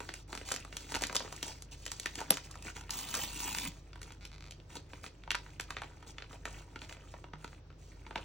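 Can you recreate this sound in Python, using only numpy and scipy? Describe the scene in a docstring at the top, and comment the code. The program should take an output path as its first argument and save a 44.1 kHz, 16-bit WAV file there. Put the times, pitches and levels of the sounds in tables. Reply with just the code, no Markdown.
"""Tearing open a paper sachet

Two hands grip a coated, powder-filled paper sachet over a kitchen worktop, tear off its top strip and squeeze it open.
The stiff wall buckles in sharp snaps, each a filtered impulse with a noisy flutter, over a fine crinkle of random
impulses; the tear is a dense run of breaking fibres, the seam a short tone burst, the thuds decaying sines.
A creak of regular ticks is heard at times. A small kitchen with a mains hum in still air answers with
echoes of shaped noise, and two closely spaced microphone ports listen from just above."""
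import sys
import numpy as np
from scipy import signal
from scipy.fft import rfft, irfft, next_fast_len
from scipy.io import wavfile
from scipy.ndimage import map_coordinates

SR = 44100
rng = np.random.default_rng(int(sys.argv[2]) if len(sys.argv) > 2 else 0)


def digitize_waveform(pressure):
    """Quantize a signal to 16-bit integers and store it at the path in sys.argv[1].

    Rows of a 2-D input are taken as channels; values are limited to [-1, 1].
    """
    field = np.atleast_2d(pressure).T
    bounded = np.clip(field, -1, 1)
    quanta = np.round(bounded * 32767).astype(np.int16)
    wavfile.write(sys.argv[1], SR, quanta)


N = 363384
T = np.arange(N) / SR  # s

# snaps of a crease: start_s, level_db, pitch_hz of the buckling patch, crack_db of the coating re the snap
CREASE_SNAPS = [(0.004, -4.5, 1290, -14.5), (0.091, -4, 1790, -28), (0.14, -10.5, 2440, -2.5),
                (0.3293, -4, 1560, -14.5), (0.352, -8, 1320, -5.5), (0.376, -9, 2660, -10),
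                (0.414, -9.5, 1550, -25), (0.489, -10, 1270, -2), (0.505, -15.5, 1900, 1),
                (0.5163, 0.5, 1480, -24), (0.5201, -4, 850, 3.5), (0.541, -4.5, 1400, -6),
                (0.5626, -6.5, 1880, -3), (0.6498, -11.5, 1190, -11), (0.727, -11.5, 2130, -19),
                (0.769, -7.5, 2460, -0.5), (0.9212, -4.5, 1190, -8), (0.9427, -2.5, 2370, -23),
                (0.9493, 2, 1260, -9.5), (0.9556, 0, 2030, -11), (0.9646, -1, 900, -9),
                (1.011, -9, 1400, -8), (1.0216, 2, 486, -6.5), (1.0376, 3, 1980, -7.5),
                (1.051, -10, 3500, -11), (1.07, -22, 1210, 13), (1.0972, -3.5, 1590, -24),
                (1.105, -5.5, 377, -28), (1.128, -6.5, 1120, -9), (1.15, -5.5, 1980, -5),
                (1.1554, 1, 920, -1.5), (1.1656, 5.5, 3800, -8.5), (1.205, -3, 1060, -23),
                (1.248, -6, 377, -35), (1.2782, -12.5, 1250, -30), (1.326, -9, 1010, -5.5),
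                (1.3645, -24, 2010, 7), (1.429, -3, 3240, -5), (1.4813, -15, 1000, 2.5),
                (1.6229, -20.5, 1270, 4.5), (1.855, -28.5, 2460, 12), (1.8643, -7, 1920, -2.5),
                (1.8797, -11.5, 3110.0, -10), (1.918, -10, 1400, 3.5), (1.999, -10, 3050, 2),
                (2.034, -18, 4300, -20), (2.0595, 4.5, 1800, -12), (2.1557, -9, 1970, -3.5),
                (2.205, -3, 920, -11), (2.2145, 1, 660, -20), (2.3061, 2, 2230, 2), (2.3075, 10, 408, -31),
                (2.3717, -3.5, 1910, -8), (2.513, -27, 1300, 9.5), (2.5557, -10.5, 990, -14),
                (2.625, -24.5, 2000, 5.5), (2.683, -13, 1500, -10), (2.767, -11, 2000, -9),
                (2.8108, -13, 1390, -10), (2.8947, -9, 1850, -15), (2.907, -14.5, 1780.0, 11),
                (2.99, -11, 1100, 3), (3.142, -0.5, 1620, -3.5), (3.152, -5, 1190, 2),
                (3.403, -10, 2000, -6), (3.5488, -1.5, 2080, -11), (3.5856, -2.5, 2340, -3.5),
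                (3.932, -17.5, 2200, -24), (3.958, -14.5, 1390, -19), (4.0171, -15.5, 2070, -5.5),
                (4.0307, -17.5, 2200, -1.5), (4.106, -17, 1600, -20), (4.122, -20, 2300, -4.5),
                (4.2528, -14, 2380, -4), (4.51, -15.5, 3250, -6), (4.522, -19, 3120, -9),
                (4.601, -25, 2940, -25), (4.7556, -14.5, 980, -3), (4.769, -11.5, 2400, -11),
                (4.934, -10, 1560, -33), (5.0414, -9, 1450, -37), (5.064, -13, 2720, -33),
                (5.237, -18, 2200, -36), (5.277, -6.5, 855, -41), (5.3064, 6, 2710, -17),
                (5.316, 2, 1870, -12), (5.3469, 3, 1540, -28), (5.352, 3.5, 1700, -13.5),
                (5.464, -18, 1670, -27), (5.599, 0.5, 1740, -14), (5.61, -23, 2130.0, 12),
                (5.706, -2.5, 1590, -13), (5.768, -1.5, 1850, -31), (5.8193, -1, 1090, -21.5),
                (6.0273, -16, 1250, -18), (6.1836, -6.5, 2070, -40), (6.2229, -9, 2240, -45),
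                (6.33, -17, 1480, -14), (6.4548, -1, 1720, -14), (6.477, -8, 850, -33),
                (6.7597, -6, 1400, -25), (6.818, -11.5, 2400, -18), (6.8366, -22, 2200, -21),
                (6.8951, -13.5, 2240, -17), (6.926, -11.5, 1590, -9.5), (6.9687, -19.5, 1480, -27),
                (7.1401, -8.5, 980, -33), (7.242, -11.5, 1310, -36), (7.3353, -7, 1200, -49),
                (7.4451, -6.5, 1500, -15), (7.5304, -17, 1220, -31), (7.7034, -20, 1340, -32),
                (8.066, -13, 1430, -42), (8.1095, -7, 1110, -45), (8.158, 1, 1460, -44),
                (8.1588, 2, 870, -28.5), (8.173, -16, 1580, -35)]
# slackness of the wall, which pushes air and flutters with each snap: time_s, push_db re the snap,
# flutter (amplitude ratio re the first flip)
SLACKNESS = [(.3, 0.5, 0.63), (1.0, -3, 0.66), (1.5, 2, 0.56), (2.3, -12, 0.69), (3.6, -8.5, 0.88),
             (4.8, 4, 0.47), (5.33, -15.5, 0.31), (5.8, -6, 0.83), (6.6, -3, 0.7), (8.201, -2, 0.78)]


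def amp(db):
    """Level: a ratio in decibels becomes an amplitude gain."""
    return 10 ** (np.asarray(db) / 20)


def evened(x):
    """Mean power: scales a signal to rms 1."""
    return x / np.sqrt(np.mean(x ** 2) + 1e-20)


def read(points, hz):
    """Logarithmic pitch scale: interpolates a table along log frequency."""
    f, value = np.transpose(points)
    return np.interp(np.log(hz + 1), np.log(f + 1), value)


def add(mix, s, sound):
    """Superposition: adds a sound into the mix, in place, from a time in seconds."""
    part = mix[max(round(s * SR), 0):][:len(sound)]
    part += sound[:len(part)]


def click(gain):
    """Minimum phase: the causal impulse response that has this magnitude spectrum."""
    log_gain = np.log(np.maximum(np.r_[gain, gain[-2:0:-1]], 1e-5))
    return np.fft.ifft(np.exp(np.conj(signal.hilbert(log_gain)))).real


def coloured(x, spectrum, size=2048):
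    """Linear filtering: convolution with a causal response imposes a spectral colour."""
    hz = np.fft.rfftfreq(size, 1 / SR)
    return signal.oaconvolve(x, click(amp(read(spectrum, hz))))[:N]


def bell(hz, centre_hz, q):
    """Resonance curve: magnitude peaks at the centre and narrows with q."""
    return 1 / (1 + (q * (hz / centre_hz - centre_hz / (hz + 1))) ** 2)


def resonate(x, hz, width_hz):
    """Time-varying resonance: a one-pole filter, shifted to a moving frequency, with gain 1 at its peak."""
    turn = np.exp(2j * np.pi * np.cumsum(hz) / SR)
    r = np.exp(-np.pi * width_hz / SR)
    return 2 * (turn * signal.lfilter([1 - r], [1, -r], x / turn + 1e-18)).real


def grains(per_s, spread_db, clump_db, clump_s):
    """Random impulse process: tiny fractures of uneven size whose strength swells in clumps; rms 1."""
    size = amp(spread_db * np.minimum(rng.exponential(1, N), 4)) * rng.choice([-1, 1], N)
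    clumps = np.interp(T / clump_s, np.arange(N), np.clip(rng.standard_normal(N), -2, 2))
    struck = rng.random(N) < per_s / SR
    return evened(size * amp(clump_db * clumps) * struck)


def crackles(per_s, spread_db, count=14, size=512):
    """Impulsive excitation of resonators: tiny creases of many pitches, broadband in sum; rms 1."""
    hz, out = np.fft.rfftfreq(size, 1 / SR), np.zeros(N)
    for pitch_hz in np.geomspace(200, 9000, count):
        strength = amp(spread_db * np.minimum(rng.exponential(1, N), 3)) * rng.choice([-1, 1], N)
        hits = strength * (rng.random(N) < per_s / count / SR)
        out += signal.oaconvolve(hits, click(bell(hz, pitch_hz, 2.03)))[:N]
    return evened(out)


def patchy(x, depth_db, patch_s=0.016, patch_hz=450, size=512):
    """Modal variation: as the sheet changes shape its resonances swell and fade in time-frequency patches."""
    hz, t, z = signal.stft(x, SR, nperseg=size)
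    where = np.meshgrid(hz / patch_hz, t / patch_s, indexing="ij")
    field = map_coordinates(rng.standard_normal(z.shape), where, order=1)
    return signal.istft(z * amp(depth_db * field), SR, nperseg=size)[1][:N]


def apart(pair, alike_hz, least_alike=0):
    """Spatial coherence: mixes two unrelated signals into a diffuse field, alike in the bass, less so above."""
    hz = np.fft.rfftfreq(pair.shape[1], 1 / SR)
    same = np.clip(1 / (1 + (hz / alike_hz) ** 2), least_alike, 1)
    mid, side = rfft(pair) * np.sqrt([1 + same, 1 - same]) / np.sqrt(2)
    return irfft([mid + side, mid - side], pair.shape[1])


def background(waver=0.33, air_db=-58.5):
    """Narrowband modulation and filtered noise: a wavering mains hum in still air."""
    # still air of the kitchen: frequency_hz, density_db (relative, per Hz)
    air_colour = [(20, -3.5), (45, -11), (90, 5.5), (160, 1), (220, -10), (300, -3), (700, -15),
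                  (2200, -25.5), (6000, -28.5), (8500, -60), (11000, -79.5), (16000, -35)]
    # mains hum: frequency_hz, level_db (rms)
    hum_tones = [(48.8, -55), (80, -61), (100, -65), (148.5, -66.5)]
    air = apart(np.array([coloured(n, air_colour) for n in rng.standard_normal((2, N))]), alike_hz=670)
    hum = np.zeros(N)
    for hz, db in hum_tones:
        # nine random complex points a second vary both amplitude and phase
        drift = np.interp(T * 9, np.arange(200), rng.standard_normal(200) + 1j * rng.standard_normal(200))
        carrier = np.exp(2j * np.pi * (hz * T + rng.random()))
        hum += amp(db) * evened(((1 + waver * drift) * carrier).real)
    return hum + amp(air_db) * evened(air)


def echoes(near_db=-7, near_s=0.0021, tail_db=-10, dull_hz=12000, size=256):
    """Reflection and reverberation: early echoes off hands and worktop, then a tail, for one hand position."""
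    # the kitchen's decay: frequency_hz, t60_s
    decay = [(200, 0.23), (700, 0.2), (2000, 0.15), (5000, 0.25), (9000, 0.08), (15000, 0.093)]
    t = np.arange(SR // 3) / SR
    near = rng.standard_normal((2, len(t))) * (rng.random((2, len(t))) < 2500 / SR)
    near = near * np.exp(-t / near_s) * (t > .0015)
    hz, at, z = signal.stft(rng.standard_normal((2, len(t))), SR, nperseg=size)
    z = z * np.exp(-np.log(1000) * at / read(decay, hz)[:, None])
    tail = signal.istft(z, SR, nperseg=size)[1][:, :len(t)]
    tail *= np.clip(t / 0.0035 - 1, 0, 1)  # the tail fades in from 3.5 to 7 ms
    both = amp(near_db) * evened(near) + amp(tail_db) * evened(tail)
    both = apart(both, alike_hz=397, least_alike=0.42) / np.sqrt(len(t))
    return signal.sosfilt(signal.butter(2, dull_hz, fs=SR, output="sos"), both)  # skin and walls soak up the top


def kitchen(x, shift_s=.13, count=5):
    """Room response: direct sound at both ports plus echoes that crossfade in a cycle as the hands move."""
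    out = np.array([x, x])
    for k in range(count):
        distance = abs((T / shift_s - k) % count - count / 2)
        share = x * np.sqrt(np.maximum(1 - distance, 0))
        out += signal.oaconvolve(share[None], echoes(), axes=1)[:, :N]
    return out


def bumps():
    """Damped oscillation: the powder-filled sachet thuds as it jerks or a finger lands."""
    # thuds: start_s, level_db, pitch_hz, decay_s (time constant)
    thuds = [(0.951, -46, 74, 0.051), (1.021, -50, 101, .059), (2.311, -36, 215, .005),
             (3.645, -44, 262, 0.015), (3.677, -41.5, 174, 0.017), (7.336, -44.5, 151.5, 0.077)]
    out, t = np.zeros(N), np.arange(SR // 5) / SR
    for s, db, hz, decay_s in thuds:
        add(out, s, amp(db) * np.sin(2 * np.pi * hz * t) * np.exp(-t / decay_s))
    return out


def creak(level_db=1.5):
    """Stick-slip friction: as the held wall relaxes under the thumb it slips in short, regular runs of ticks."""
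    # runs of slips: start_s, length_s, rate_per_s, level_db (before level_db of the creak)
    runs = [(4.21, .056, 205, -20), (4.317, .014, 80, -16), (4.336, .016, 145, -18), (4.361, .022, 48, -16),
            (4.4075, .036, 59, -13), (4.455, .03, 105, -16)]
    # colour of one slip: frequency_hz, gain_db
    slip_colour = [(600, -18.5), (1500, -10), (1850, -15.5), (2200, -4.5), (3000, -17), (4000, -10),
                   (7000, -20), (11000, -32)]
    slips = np.zeros(N)
    for start, length, per_s, db in runs:
        for s in start + np.arange(0, length, 1 / per_s):
            add(slips, s, amp(db + level_db + rng.standard_normal(1)))
    return coloured(slips, slip_colour)


def seam():
    """Periodic release: the ribs of the sealed edge part in one very fast zip, a tone burst under an arch."""
    # the zip: start_s, peak_db, pitch_hz, length_s
    s, db, hz, length = (2.3062, -5.2, 11250, .001)
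    out, t = np.zeros(N), np.arange(0, length, 1 / SR)
    arch = np.sqrt(np.sin(np.pi * t / length))
    add(out, s, amp(db) * arch * np.sin(2 * np.pi * hz * t))
    return out


def tear(level_db=2, strip_db=-2):
    """Brittle fracture: fibres break in quick spurts and set the lengthening torn strip resonating."""
    # pull on the strip: time_s, pull_db (before level_db)
    pull = [(2.9, -67), (2.913, -42.5), (3.07, -45.5), (3.17, -40), (3.23, -38), (3.3, -47.5),
            (3.42, -38.5), (3.62, -42.5), (3.679, -36.5), (3.694, -63)]
    # colour of the breaking fibres: frequency_hz, density_db (relative, per Hz)
    fibre_colour = [(60, -20), (220, 1.5), (650, -7), (1000, 2.5), (1450, -7), (2550, 1.5), (4200, -2.5),
                    (6000, -.5), (9000, 2), (12000, -7), (15000, 6.5)]
    # ring of the freed strip, lower as it grows: start_hz, end_hz
    strip_hz = (3300, 2320)
    s, pull_db = np.transpose(pull)
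    breaks = grains(per_s=5000, spread_db=2.6, clump_db=4.5, clump_s=.004)
    breaks = breaks + .7 * crackles(per_s=1300, spread_db=3.2)
    rip = patchy(coloured(breaks, fibre_colour), depth_db=4)
    rip = rip + amp(strip_db) * resonate(rip, np.interp(T, s[[0, -1]], strip_hz), width_hz=250)
    return evened(rip) * amp(np.interp(T, s, pull_db, left=-np.inf, right=-np.inf) + level_db)


def handling(grip_rub_db=-0.5, settle_flex_db=-63.5, settle_rub_db=-63.5, settle_s=0.028,
             stroke_peak=0.21, stroke_power=0.48):
    """Addition of powers: flexing and rubbing sum a held grip, arched strokes and settling after snaps."""
    # faint rustle of the holding hand: time_s, grip_db (relative)
    grip_levels = [(.27, -95), (.5, -63), (1.3, -58), (1.7, -71.5), (2.25, -57.5), (3.75, -70),
                   (3.9, -69.5), (4.6, -72.5), (5.45, -70.5), (7.1, -64), (7.3, -77.5), (7.66, -82.5),
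                   (8.05, -64)]
    # shifts of the fingers that bend the sachet: start_s, length_s, flex_db, rub_db (both relative)
    strokes = [(0.0, 0.15, -59, -53.5), (0.139, 0.097, -66, -55), (0.277, 0.19, -55.5, -51.5),
               (0.447, 0.12, -58, -45.5), (0.573, 0.073, -53, -53.5), (0.698, 0.71, -68, -52.5),
               (0.885, 0.097, -50.5, -47.5), (1.011, 0.046, -45, -46), (1.204, 0.08, -50.5, -51),
               (1.302, 0.14, -58, -53.5), (1.421, 0.12, -51.5, -43.5), (1.527, 0.1, -76, -57.5),
               (1.711, 0.049, -60.5, -48.5), (1.75, 0.77, -72, -54.5), (2.175, 0.039, -44.5, -43),
               (2.303, 0.082, -47, -44), (2.437, 0.034, -56, -50), (2.64, 0.081, -49, -47.5),
               (2.751, 0.053, -52.5, -49), (2.917, 0.9, -59, -51), (3.152, 0.073, -46.5, -60),
               (4.037, 0.094, -56.5, -62), (4.69, 0.12, -58, -55), (4.749, 0.035, -45.5, -48.5),
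               (4.886, 0.17, -63, -60.5), (5.029, 0.058, -52.5, -49.5), (5.38, 0.2, -62.5, -61),
               (5.636, 0.4, -60, -65), (6.064, 0.061, -58, -52), (6.296, 0.074, -52.5, -56),
               (6.449, 0.19, -55, -54.5), (6.805, 0.053, -54.5, -53.5), (6.888, 0.051, -57, -52),
               (7.027, 0.23, -76, -64.5), (7.373, 0.23, -64, -63.5), (7.78, 0.2, -75.5, -62),
               (8.167, 0.26, -55, -63)]
    grip = amp(np.interp(T, *np.transpose(grip_levels)))
    flex, rub = grip ** 2, (grip * amp(grip_rub_db)) ** 2
    for start, length, flex_db, rub_db in strokes:
        # the arch peaks at stroke_peak, a share of its length
        progress = np.arange(0, length, 1 / SR) / length
        phase = np.interp(progress, [0, stroke_peak, 1], [0, .5, 1])
        arch = abs(np.sin(np.pi * phase)) ** stroke_power
        add(flex, start, (amp(flex_db) * arch) ** 2)
        add(rub, start, (amp(rub_db) * arch) ** 2)
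    settling = np.exp(-np.arange(SR // 4) / SR / settle_s)
    when, _, flutter = np.transpose(SLACKNESS)
    for s, db, _, _ in CREASE_SNAPS:
        loose = np.interp(s, when, flutter) * settling  # a slacker wall settles more
        add(flex, s, (amp(db + settle_flex_db) * loose) ** 2)
        add(rub, s, (amp(db + settle_rub_db) * loose) ** 2)
    return np.sqrt(flex), np.sqrt(rub)


def crinkle(flex_gain_db=-1, rub_gain_db=-2):
    """Crackling noise and friction: small creases give as the wall bends, and skin scrapes over the coating."""
    # colour of the flexing wall: frequency_hz, density_db (relative, per Hz)
    flex_colour = [(50, -15), (250, 5.5), (650, 2.5), (1000, 0.5), (2500, 5), (4500, -8), (9000, -25)]
    # colour of skin on the coating: frequency_hz, density_db (relative, per Hz)
    rub_colour = [(1200, -8.5), (2500, 8.5), (4000, 7), (6500, 7.5), (9000, 4), (12000, -16), (16000, 7)]
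    flexing, rubbing = handling()
    creases = crackles(per_s=480, spread_db=3.5)
    scrape = grains(per_s=7000, spread_db=2.4, clump_db=2, clump_s=.008)
    flex = evened(coloured(creases + 0.85 * scrape, flex_colour)) * flexing * amp(flex_gain_db)
    rub = evened(coloured(scrape + 0.4 * creases, rub_colour)) * rubbing * amp(rub_gain_db)
    return patchy(flex + rub, depth_db=3)


def cascade(delay_s=.022, weaker_db=-8, scatter=.35, lowest_hz=1200, count=2):
    """Triggered instability: each snap sets off smaller ones in nearby creases, stronger in a slacker wall."""
    when, _, flutter = np.transpose(SLACKNESS)
    rows = list(CREASE_SNAPS)
    all_draws = rng.standard_normal((len(CREASE_SNAPS), count, 2))
    for (s, db, pitch_hz, crack_db), draws in zip(CREASE_SNAPS, all_draws):
        follower_db = db + weaker_db + 20 * np.log10(np.interp(s, when, flutter) ** 2)
        for wait, shift in draws:
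            follower_hz = max(pitch_hz, lowest_hz) * np.exp(scatter * shift)
            rows.append((s + delay_s * abs(wait), follower_db, follower_hz, crack_db))
    return rows


def snaps(body_db=-1.5, q=0.66, crack_hz=6500, crack_q=0.66, push_hz=400, push_q=1.0,
          flutter_cycles=4.35, give_cycles=2.4, ring_db=0, ring_q=11, mode_step=1.6,
          wall_top_hz=6200, top_hz=13000, size=2048):
    """Snap-through buckling: a patch starts to give, flips with knock, modes, crack and air push, then flutters."""
    out, hz = np.zeros(N), np.fft.rfftfreq(size, 1 / SR)
    lead = size // 10  # samples before the flip
    t = (np.arange(size // 2) - lead) / SR
    softness = 1 / np.sqrt(1 + (hz / top_hz) ** 4)
    paper = 1 / np.sqrt(1 + (hz / wall_top_hz) ** 6)
    when, push, flutter = np.transpose(SLACKNESS)
    rows = cascade()
    for (s, db, pitch_hz, crack_db), noise in zip(rows, rng.standard_normal((len(rows), len(t)))):
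        outer = bell(hz, pitch_hz / mode_step, ring_q) + bell(hz, pitch_hz * mode_step, ring_q)
        modes = bell(hz, pitch_hz, ring_q) + .5 * outer
        knock = paper * amp(body_db) * bell(hz, pitch_hz, q)
        crack = amp(crack_db) * bell(hz, crack_hz, crack_q)
        air_push = amp(np.interp(s, when, push)) * bell(hz, push_hz, push_q)
        parts = [knock, paper * amp(ring_db) * modes, crack, air_push]
        # noise grows while the patch gives and dies away as it flutters; the flip is a unit impulse
        shiver = noise * np.exp(np.minimum(t * pitch_hz / give_cycles, -t * pitch_hz / flutter_cycles))
        shiver *= np.interp(s, when, flutter) / np.linalg.norm(shiver)
        shiver[lead] = 1
        ring = click(softness * np.linalg.norm(parts, axis=0))  # the parts add in power
        snap = signal.fftconvolve(ring, shiver)
        # the flutter leaves the energy of the snap unchanged
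        add(out, s + t[0], amp(db) * snap * np.linalg.norm(ring) / np.linalg.norm(snap))
    return out


def bending(x, crossing_s=.0007, crossing_hz=4000):
    """Bending-wave dispersion: speed grows with the root of frequency, so a click becomes a falling chirp."""
    size = next_fast_len(N + SR)
    hz = np.fft.rfftfreq(size, 1 / SR)
    # waves cross the sheet in crossing_s at crossing_hz; that delay is taken off at all frequencies
    turns = crossing_s * (2 * np.sqrt(crossing_hz * hz) - hz)
    return irfft(rfft(x, size) * np.exp(-2j * np.pi * turns), size)[:N]


def wall(x, ring_db=-16.5):
    """Modal resonance: whatever shakes the stretched sachet also sets its damped modes ringing."""
    # modes: frequency_hz, level_db (relative), t60_s
    wall_modes = [(297, -5.5, 0.0092), (974.4, -6, 0.055), (1522, -9.5, 0.01), (2730, -33, 0.2),
                  (1970, -21.5, 0.25)]
    t, modes = np.arange(SR // 8) / SR, 0
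    for hz, db, t60 in wall_modes:
        mode = np.sin(2 * np.pi * hz * t) * np.exp(-np.log(1000) * t / t60)
        modes = modes + amp(db) * evened(mode)
    return x + amp(ring_db) * signal.oaconvolve(x, modes / np.sqrt(len(t)))[:N]


def scene(seam_room=0.64):
    """Superposition and directivity: the sachet in its kitchen; the beamed zip excites the echoes less."""
    rip = seam()
    sachet = wall(bending(snaps() + crinkle() + tear() + creak())) + bumps()
    return kitchen(sachet + seam_room * rip) + (1 - seam_room) * rip + background()


def record(dry, right_db=0.33, edge_hz=16050):
    """Phase lag between ports: the right one answers later and louder; then the recorder's band limit."""
    # lag of the right port behind the left: frequency_hz, lag_rad
    port_lag = [(100, 0), (780, .3), (1500, .1), (4200, .5), (5000, 2.4), (5700, 5.8), (9400, 3.7),
                (15400, 2.2)]
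    lag = read(port_lag, np.fft.rfftfreq(N, 1 / SR))
    right = amp(right_db) * irfft(rfft(dry[1]) * np.exp(-1j * lag), N)
    lowpass = signal.firwin(255, edge_hz, window=("kaiser", 9), fs=SR)
    return signal.oaconvolve(np.array([dry[0], right]), lowpass[None], "same", axes=1)


dry = scene()
out = record(dry)
digitize_waveform(out)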